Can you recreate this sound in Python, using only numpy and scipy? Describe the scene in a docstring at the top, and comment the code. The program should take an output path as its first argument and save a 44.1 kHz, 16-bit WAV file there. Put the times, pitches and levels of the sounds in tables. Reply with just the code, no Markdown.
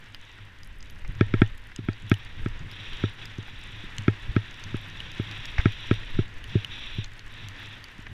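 """A wooded slope: skis hiss through soft snow, heard from a camera in a closed housing that the skier wears.
Shaped noise makes the swish of the ski bases, the scrape of the edges and the rumble of the airstream.
Snow grains tick on the housing wall as short struck resonances, and fine powder patters as scraps of noise.
The loose mount shudders and creaks; at bumps it heaves, and knocks against its stop so the housing rings."""
import sys
import numpy as np
from scipy.fft import rfft, irfft, next_fast_len
from scipy.io import wavfile
from scipy.ndimage import map_coordinates

SR = 44100
rng = np.random.default_rng(int(sys.argv[2]) if len(sys.argv) > 2 else 0)


def unload_wav(signal):
    """Save mono or channel-first audio to the path in sys.argv[1] as 16-bit WAV at rate SR, clipped to [-1, 1]."""
    wavfile.write(
        sys.argv[1],
        SR,
        np.round(np.clip(np.atleast_2d(signal).T, -1, 1) * 32767).astype(np.int16),
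    )


N = 358517

# soft heaves of the mount: middle_s is the middle of the push
# columns: middle_s [s], peak_db [dB], half_length_s [s]
HEAVES = [(1.091, -27, 0.0064), (1.4, -19, 0.0062), (2.433, -26, 0.0099), (4.298, -21, 0.0054),
          (5.594, -10, 0.0034), (6.162, -24.5, 0.013)]
# resonances of the housing wall under a grain: pitch_hz [Hz], width_hz [Hz], level_db [dB, between modes]
WALL = [(2080, 1200, -7.5), (4770, 240, 2.5), (5980, 1400, -2), (6760, 1420, -1.5)]


def amp(db):
    """Turn decibels into a gain."""
    return 10 ** (np.asarray(db) / 20)


def unit(x):
    """Scale x to an rms (average strength) of 1."""
    return x / np.sqrt(np.mean(x ** 2) + 1e-20)


def clock():
    """Time of every sample in seconds."""
    return np.arange(N) / SR


def curve(points):
    """Join (time_s, value) points by straight lines, one value per sample."""
    time_s, value = np.transpose(points)
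    return np.interp(clock(), time_s, value)


def wobble(rate):
    """A smooth random curve with `rate` random points a second."""
    knots = rng.standard_normal(int(N * rate / SR) + 4)
    return map_coordinates(knots, [np.arange(N) * rate / SR])


def filtered(x, response):
    """Filter x by a response given as a function of frequency."""
    size = next_fast_len(len(x) + 8192)  # spare room lets a ring die out
    f = np.fft.rfftfreq(size, 1 / SR)
    return irfft(rfft(x, size) * response(f), size)[:len(x)]


def coloured(x, spectrum):
    """Shape the tone of x by (pitch_hz, level_db) points, then set its rms to 1."""
    hz, db = np.transpose(spectrum)
    return unit(filtered(x, lambda f: amp(np.interp(np.log(f + 1), np.log(hz), db))))


def coloured_noise(spectrum):
    """Steady noise of the given tone, at rms 1."""
    return coloured(rng.standard_normal(N), spectrum)


def resonances(modes, f):
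    """Response of a body with (pitch_hz, width_hz, level_db) modes, whose signs alternate."""
    total = 0
    for k, (hz, width, db) in enumerate(modes):
        sign = (-1) ** (k + 1)
        total = total + sign * amp(db) * 1j * f * width / (hz * hz - f * f + 1j * f * width)
    return total


def blow(modes, hardness_hz, nulls=(), size=8192):
    """One contact on a resonant body, peak 1; a soft contact lasts longer and leaves out the treble."""
    f = np.fft.rfftfreq(size, 1 / SR)
    response = resonances(modes, f) / (1 + 1j * f / hardness_hz) ** 3
    for hz, width in nulls:
        response = response * (hz * hz - f * f) / (hz * hz - f * f + 1j * f * width)
    ring = irfft(response)[:size // 2]
    return ring / np.abs(ring).max()


def varied(modes, spread_db, detune):
    """The same modes struck at another spot: pitches and levels shift at random."""
    return np.array([(hz * (1 + detune * rng.normal()), width, db + spread_db * rng.normal())
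                     for hz, width, db in modes])


def add(track, s, sound):
    """Mix a sound into the track at time s."""
    part = track[max(round(s * SR), 0):][:len(sound)]
    part += sound[:len(part)]


def hiss():
    """A faint steady noise under everything."""
    return amp(-75.0) * coloured_noise([(100, 5), (6000, -5), (12000, -6), (15500, -13)])


def glide():
    """How hard the skis run on the snow: level of the swish in dB, and its swing about the mean."""
    # columns: time_s [s], level_db [dB, before the swish gain]
    glide_points = [(0, -55.5), (.8, -57.5), (1.05, -56.5), (1.38, -50.5), (1.6, -56.5), (2.6, -52.5),
                    (3.05, -49), (3.45, -52.5), (3.85, -49.5), (4.8, -50), (5.35, -47.5), (5.75, -49.5),
                    (6.1, -49.5), (6.3, -52), (6.55, -49.5), (7.2, -54), (7.55, -49.5), (8.12, -54)]
    swish_gain_db = 3
    db = curve(glide_points)
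    return db + swish_gain_db, db - db.mean()


def bites():
    """Gain of the edges biting into snow: each sets, swells or eases, and lets go; the deepest leads."""
    # columns: start_s [s], length_s [s], level_db [dB, halfway], swell_db [dB, from start to end]
    scrapes = [(0.18, 0.25, -56, -5), (0.828, 0.063, -55.5, 0), (1.17, 0.32, -54.5, -1),
               (1.72, 0.31, -55.5, 2), (2.048, 0.56, -53.5, -11), (2.678, 0.38, -44, 6),
               (3.167, 0.18, -48, -8), (3.345, 0.5, -48.5, 6), (4.1, 1.76, -47, 12.5),
               (5.83, 0.12, -39, -1.5), (5.968, .24, -45.5, 3.5), (6.475, .17, -44, -5),
               (6.684, .32, -41, -0.5), (7.293, 0.15, -50, 7), (7.56, 0.19, -47.5, -5)]
    bite_s, release_s = 0.037, 0.071  # time for an edge to set and to let go
    t, out = clock(), np.zeros(N)
    for s, length, db, swell_db in scrapes:
        rise = np.clip((t - s) / bite_s, 0, 1)
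        release = np.clip(1 - (t - s - length) / release_s, 0, 1)
        progress = np.clip((t - s) / length, 0, 1)
        out = np.maximum(out, rise * release * amp(db + swell_db * (progress - .5)))
    return out


def skis():
    """The bases swish and the edges scrape as shaped noise, both roughened by the uneven snow."""
    # tone of the swishing bases, columns: pitch_hz [Hz], level_db [dB per Hz, relative]
    base_spectrum = [(100, -24), (250, 0.5), (420, -7), (700, -10), (1000, -3.5), (1170, -6), (1450, -2),
                     (1850, 3), (2300, -2.5), (2900, -3), (4000, -14.5), (6000, -22), (9000, -34.5),
                     (15000, -48)]
    # tone of the scraping edges, columns: pitch_hz [Hz], level_db [dB per Hz, relative]
    edge_spectrum = [(1200, -46), (2100, -3), (2600, 6.5), (3000, 1.5), (3400, 8), (3900, 4.5), (4300, -18),
                     (5200, -19.5), (5750, -7.5), (6200, -36), (7100, -25), (8500, -47), (10300, -31),
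                     (15000, -63)]
    bite_swish = 0.24  # share of a bite that the base joins in
    edge_rest_db, edge_grows = -57, 1.3  # scrape of a flat ski at mean glide; its dB per dB of glide
    base_db, swing_db = glide()
    bite = bites()
    snow_db = .5 * wobble(22)  # unevenness that both share
    base_gain = np.hypot(amp(base_db), bite_swish * bite)
    base = base_gain * amp(snow_db + 1.2 * wobble(70)) * coloured_noise(base_spectrum)
    edge_gain = np.hypot(amp(edge_rest_db + edge_grows * swing_db), bite)
    edge = edge_gain * amp(-2.06 + snow_db + 1.8 * wobble(120)) * coloured_noise(edge_spectrum)
    return base + edge


def airstream():
    """Air buffets the housing as low rumbling noise, with an added rush at each heave."""
    # columns: time_s [s], level_db [dB, before gusts and wobble]
    air_points = [(0, -49), (.45, -50.5), (.75, -38.5), (1.5, -36.5), (1.65, -43.5), (2.2, -44.5),
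                  (2.42, -33.5), (2.8, -45), (2.97, -36), (3.14, -45.5), (3.9, -42), (5.3, -43),
                  (5.6, -38.5), (6.45, -37), (6.74, -46), (7, -39), (7.75, -49.5), (8.12, -43.5)]
    # tone of the rumble, columns: pitch_hz [Hz], level_db [dB per Hz, relative]
    air_spectrum = [(8, 0.5), (20, 2), (45, -9), (80, -14), (200, -31), (600, -40), (2000, -100)]
    gust_db, gust_s = -37, .06  # level and half length of a rush
    t = clock()
    gusts = amp(gust_db) * sum(np.exp(-.5 * ((t - s) / gust_s) ** 2) for s, _, _ in HEAVES)
    gain = np.hypot(amp(curve(air_points)), gusts)
    return gain * amp(0.96 * wobble(9)) * coloured_noise(air_spectrum)


def shudder():
    """Rough ground shakes the mount without pause: random jolts ring mainly its lowest resonance."""
    # rough patches, columns: start_s [s], level_db [dB, before rise and fade]
    patch_rows = [(.37, -45.5), (1.08, -32.5), (1.26, -37), (1.79, -35), (2.02, -36), (2.369, -32),
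                  (2.6, -34), (3.98, -35), (4.27, -33), (4.65, -32.5), (4.86, -42), (5.1, -41), (6.14, -32),
                  (6.5, -39), (7.4, -43), (8.09, -34.5)]
    rise_s, fade_s = 0.013, .07  # a patch's shudder builds and dies
    rest_db, grows = -50, 1  # level on smooth snow at mean glide; dB per dB of glide
    t = clock()
    _, swing_db = glide()
    patches = np.zeros(N)
    for s, db in patch_rows:
        rise = np.clip((t - s) / rise_s, 0, 1)
        patches += amp(db) * rise * np.exp(-np.maximum(t - s, 0) / fade_s)
    jolts = rng.standard_normal(N) * amp(2.8 * wobble(25))
    modes = [(102.2, 10.5, 2), (217, 110, -20.5), (315, 51, -21)]  # Hz, width Hz, dB
    shaking = unit(filtered(jolts, lambda f: resonances(modes, f) / (1 + 1j * f / 400) ** 2))
    return np.hypot(amp(rest_db + grows * swing_db), patches) * shaking


def scrap(hz, count):
    """A scrap of noise in a broad band around hz, at rms 1."""
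    f = np.fft.rfftfreq(count, 1 / SR)
    band = 1 + ((f - hz) / 2800) ** 2
    return unit(irfft(rfft(rng.standard_normal(count)) / band, count))


def spray():
    """Fine powder patters on the housing, each grain at its own pitch; a harder glide throws a little more."""
    base_db, _ = glide()
    flow = np.cumsum(amp(.4 * base_db))  # powder thrown so far
    out, t = np.zeros(N), np.arange(SR // 200) / SR
    envelope = (1 - np.exp(-t / .00015)) * np.exp(-t / .0008)
    for when, pitch, rarity in rng.random(size=(620, 3)):
        hz = 5000 + 8000 * pitch ** 1.7
        db = -57 - 5.3 * np.log(rarity + 0.033) - 9 * pitch  # many tiny grains, a few larger
        grain = scrap(hz, len(t)) * envelope
        add(out, np.searchsorted(flow, when * flow[-1]) / SR, amp(db) * grain)
    return out


def crumble(sound, life):
    """A grain breaks as it lands: the first tap is followed by a fading scatter of fragments."""
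    t = np.arange(SR // 100) / SR
    fragments = 0.12 * rng.standard_normal(len(t)) * np.exp(-t / life)
    fragments[0] = 1
    return np.convolve(sound, fragments / np.linalg.norm(fragments))


def ticks():
    """The larger snow grains tap the wall, with a bright snap and a ring of its mode near 3 kHz."""
    # columns: start_s [s], tap_db, ring_db, snap_db [dB, before the gains added below]
    tick_rows = [(0.1456, -32, -37, -55), (0.632, -41.5, -56, -62), (0.8263, -40.5, -56, -71),
                 (0.8984, -44, -43.5, -60), (1.462, -51, -40, -74), (1.5784, -46, -58, -57),
                 (1.761, -34, -42, -58), (2.0965, -35.5, -47, -44), (2.1401, -37, -33.5, -52),
                 (2.7136, -40, -52, -57), (2.932, -37.5, -38.5, -64), (3.2546, -37.5, -51, -56),
                 (3.982, -27, -33.5, -52), (4.638, -34, -52, -60), (5.003, -50, -32, -57),
                 (5.1163, -34.5, -51, -58), (5.312, -38, -54, -59), (5.4546, -32.5, -53, -58),
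                 (5.7214, -46, -40, -58), (6.4406, -45, -37, -55), (6.646, -35.5, -29.5, -48.5),
                 (7.0429, -31, -42, -68), (7.1926, -36, -42.5, -64), (7.4849, -35.5, -44, -52),
                 (7.8407, -31.5, -43, -55)]
    snap_modes = [(10500, 1300, -0.77), (13100, 1300, -2.2)]  # Hz, width Hz, dB
    out = np.zeros(N)
    for s, tap_db, ring_db, snap_db in tick_rows:
        tap = amp(tap_db + 5.5) * blow(varied(WALL, spread_db=0.5, detune=0.063), 11600)
        snap_blow = blow(varied(snap_modes, spread_db=1.5, detune=0.032), 15000)
        snap = amp(snap_db + 12.5) * snap_blow
        ring_lift_db = 7.5 + .5 * np.clip(ring_db + 35.5, -12, 8)  # strong rings stand out more
        ring = amp(ring_db + ring_lift_db) * blow([(2980, 196, 0)], 5500)
        add(out, s + 0.00097, crumble(tap + snap, life=0.0018))
        add(out, s + 0.000917, ring)
    return out


def strays(count=20):
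    """Smaller grains tap the wall at scattered moments all along the run, each at its own spot."""
    level_db, spread_db = -42.5, 2.5  # typical tap before it crumbles, and its random scatter
    out = np.zeros(N)
    for when in (np.arange(count) + rng.random(count)) / count:
        tap = blow(varied(WALL, spread_db=1, detune=0.044), 12000)
        gain = amp(level_db + spread_db * rng.normal())
        add(out, when * N / SR, gain * crumble(tap, life=0.0021))
    return out


def creaks():
    """The joints of the mount slip: each short creak is a quick burst of rubbing noise that fades."""
    # columns: start_s [s], level_db [dB, of the rub before rise and fade], fade_s [s]
    creak_rows = [(0.385, -45, 0.012), (1.047, -38, 0.0066), (1.716, -39.5, 0.0064), (3.481, -35.5, 0.0061),
                  (5.5814, -20.5, 0.0063), (5.597, -29.5, 0.0092), (8.067, -32, 0.0035)]
    rub = coloured_noise([(500, -6.0), (1100, -0.5), (1500, 1.0), (2050, 8.0), (2500, 2.0),
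                          (3500, -16.5), (5500, -16.5), (7000, -36), (9000, -55)])
    t, out = clock(), np.zeros(N)
    for s, db, fade_s in creak_rows:
        age = np.maximum(t - s, 0)
        out += amp(db) * rub * (1 - np.exp(-age / 0.00071)) * np.exp(-age / fade_s)
    return out


def heaves():
    """Big bumps heave the mount in one slow push, with a small opposite swing on either side."""
    t, out = clock(), np.zeros(N)
    for s, db, half in HEAVES:
        u = (t - s) / half
        out -= amp(db) * (1 - u ** 2 / 2) * np.exp(-u ** 2 / 2)
    return out


def knocks():
    """The mount hits its stop and rings the housing: a short clack over a low bounce; some spring back."""
    # resonances of mount and housing, columns: pitch_hz [Hz], width_hz [Hz], level_db [dB, between modes]
    housing = [(103.9, 18.2, 0.5), (243.5, 159, -8), (380, 113.4, -10), (638, 43, -30.5), (898, 24, -34.5),
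               (1080, 75, -48), (1160, 47, -58), (1321, 80, -17), (1643, 59, -16.5), (1838, 20.5, -16.5),
               (2213, 146, -18), (2476, 105, -18), (3385, 190, -19.5), (5500, 610, -29)]
    # pitches where the modes cancel at the microphone, columns: pitch_hz [Hz], width_hz [Hz]
    cancelled = [(455, 40), (805, 19)]
    # columns: start_s [s], peak_db [dB, before spring-back], hardness_hz [Hz], spring_back [0-1]
    knock_rows = [(1.2094, -4.5, 2400, 0.1), (1.3389, -9, 2300, 0.05), (1.4179, -1.5, 2320, 0.04),
                  (1.7888, -23.5, 1070, 0), (1.8862, -12.5, 1880, 0.01), (2.1154, -3.5, 2700, 0.02),
                  (2.4601, -15, 1900, 0), (3.0377, -12, 1630, 0), (3.3835, -24.5, 450, 0.03),
                  (3.838, -32.5, 600, 0.25), (4.0807, -4.5, 2150, 0.05), (4.3639, -7, 2170, 0),
                  (4.7429, -17, 1300, 0), (5.1966, -16, 1120, 0.01), (5.6566, -4.5, 2400, 0.07),
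                  (5.9112, -6.5, 2300, 0), (6.1888, -10, 980, 0.31), (6.5531, -10.5, 474, 0.5),
                  (6.9832, -21, 302, 0.26), (7.989, -33.5, 400, 0)]
    out = np.zeros(N)
    for s, db, hardness_hz, spring in knock_rows:
        modes = varied(housing, spread_db=1.15, detune=0.006)
        knock = amp(db) * blow(modes, hardness_hz, cancelled, size=16384)
        add(out, s, knock)
        add(out, s + 0.00378, -spring * knock)  # the spring-back pushes the other way
    return out


def scene():
    """All the sounds together; open snow gives no echo."""
    ground_and_air = hiss() + skis() + airstream()
    grains = spray() + ticks() + strays()
    mount = shudder() + creaks() + heaves() + knocks()
    return (ground_and_air + grains + mount)[None]


def record(dry):
    """The camera keeps nothing above its band limit of 15600 Hz."""
    return np.array([filtered(channel, lambda f: f < 15600) for channel in dry])


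dry = scene()
out = record(dry)
unload_wav(out)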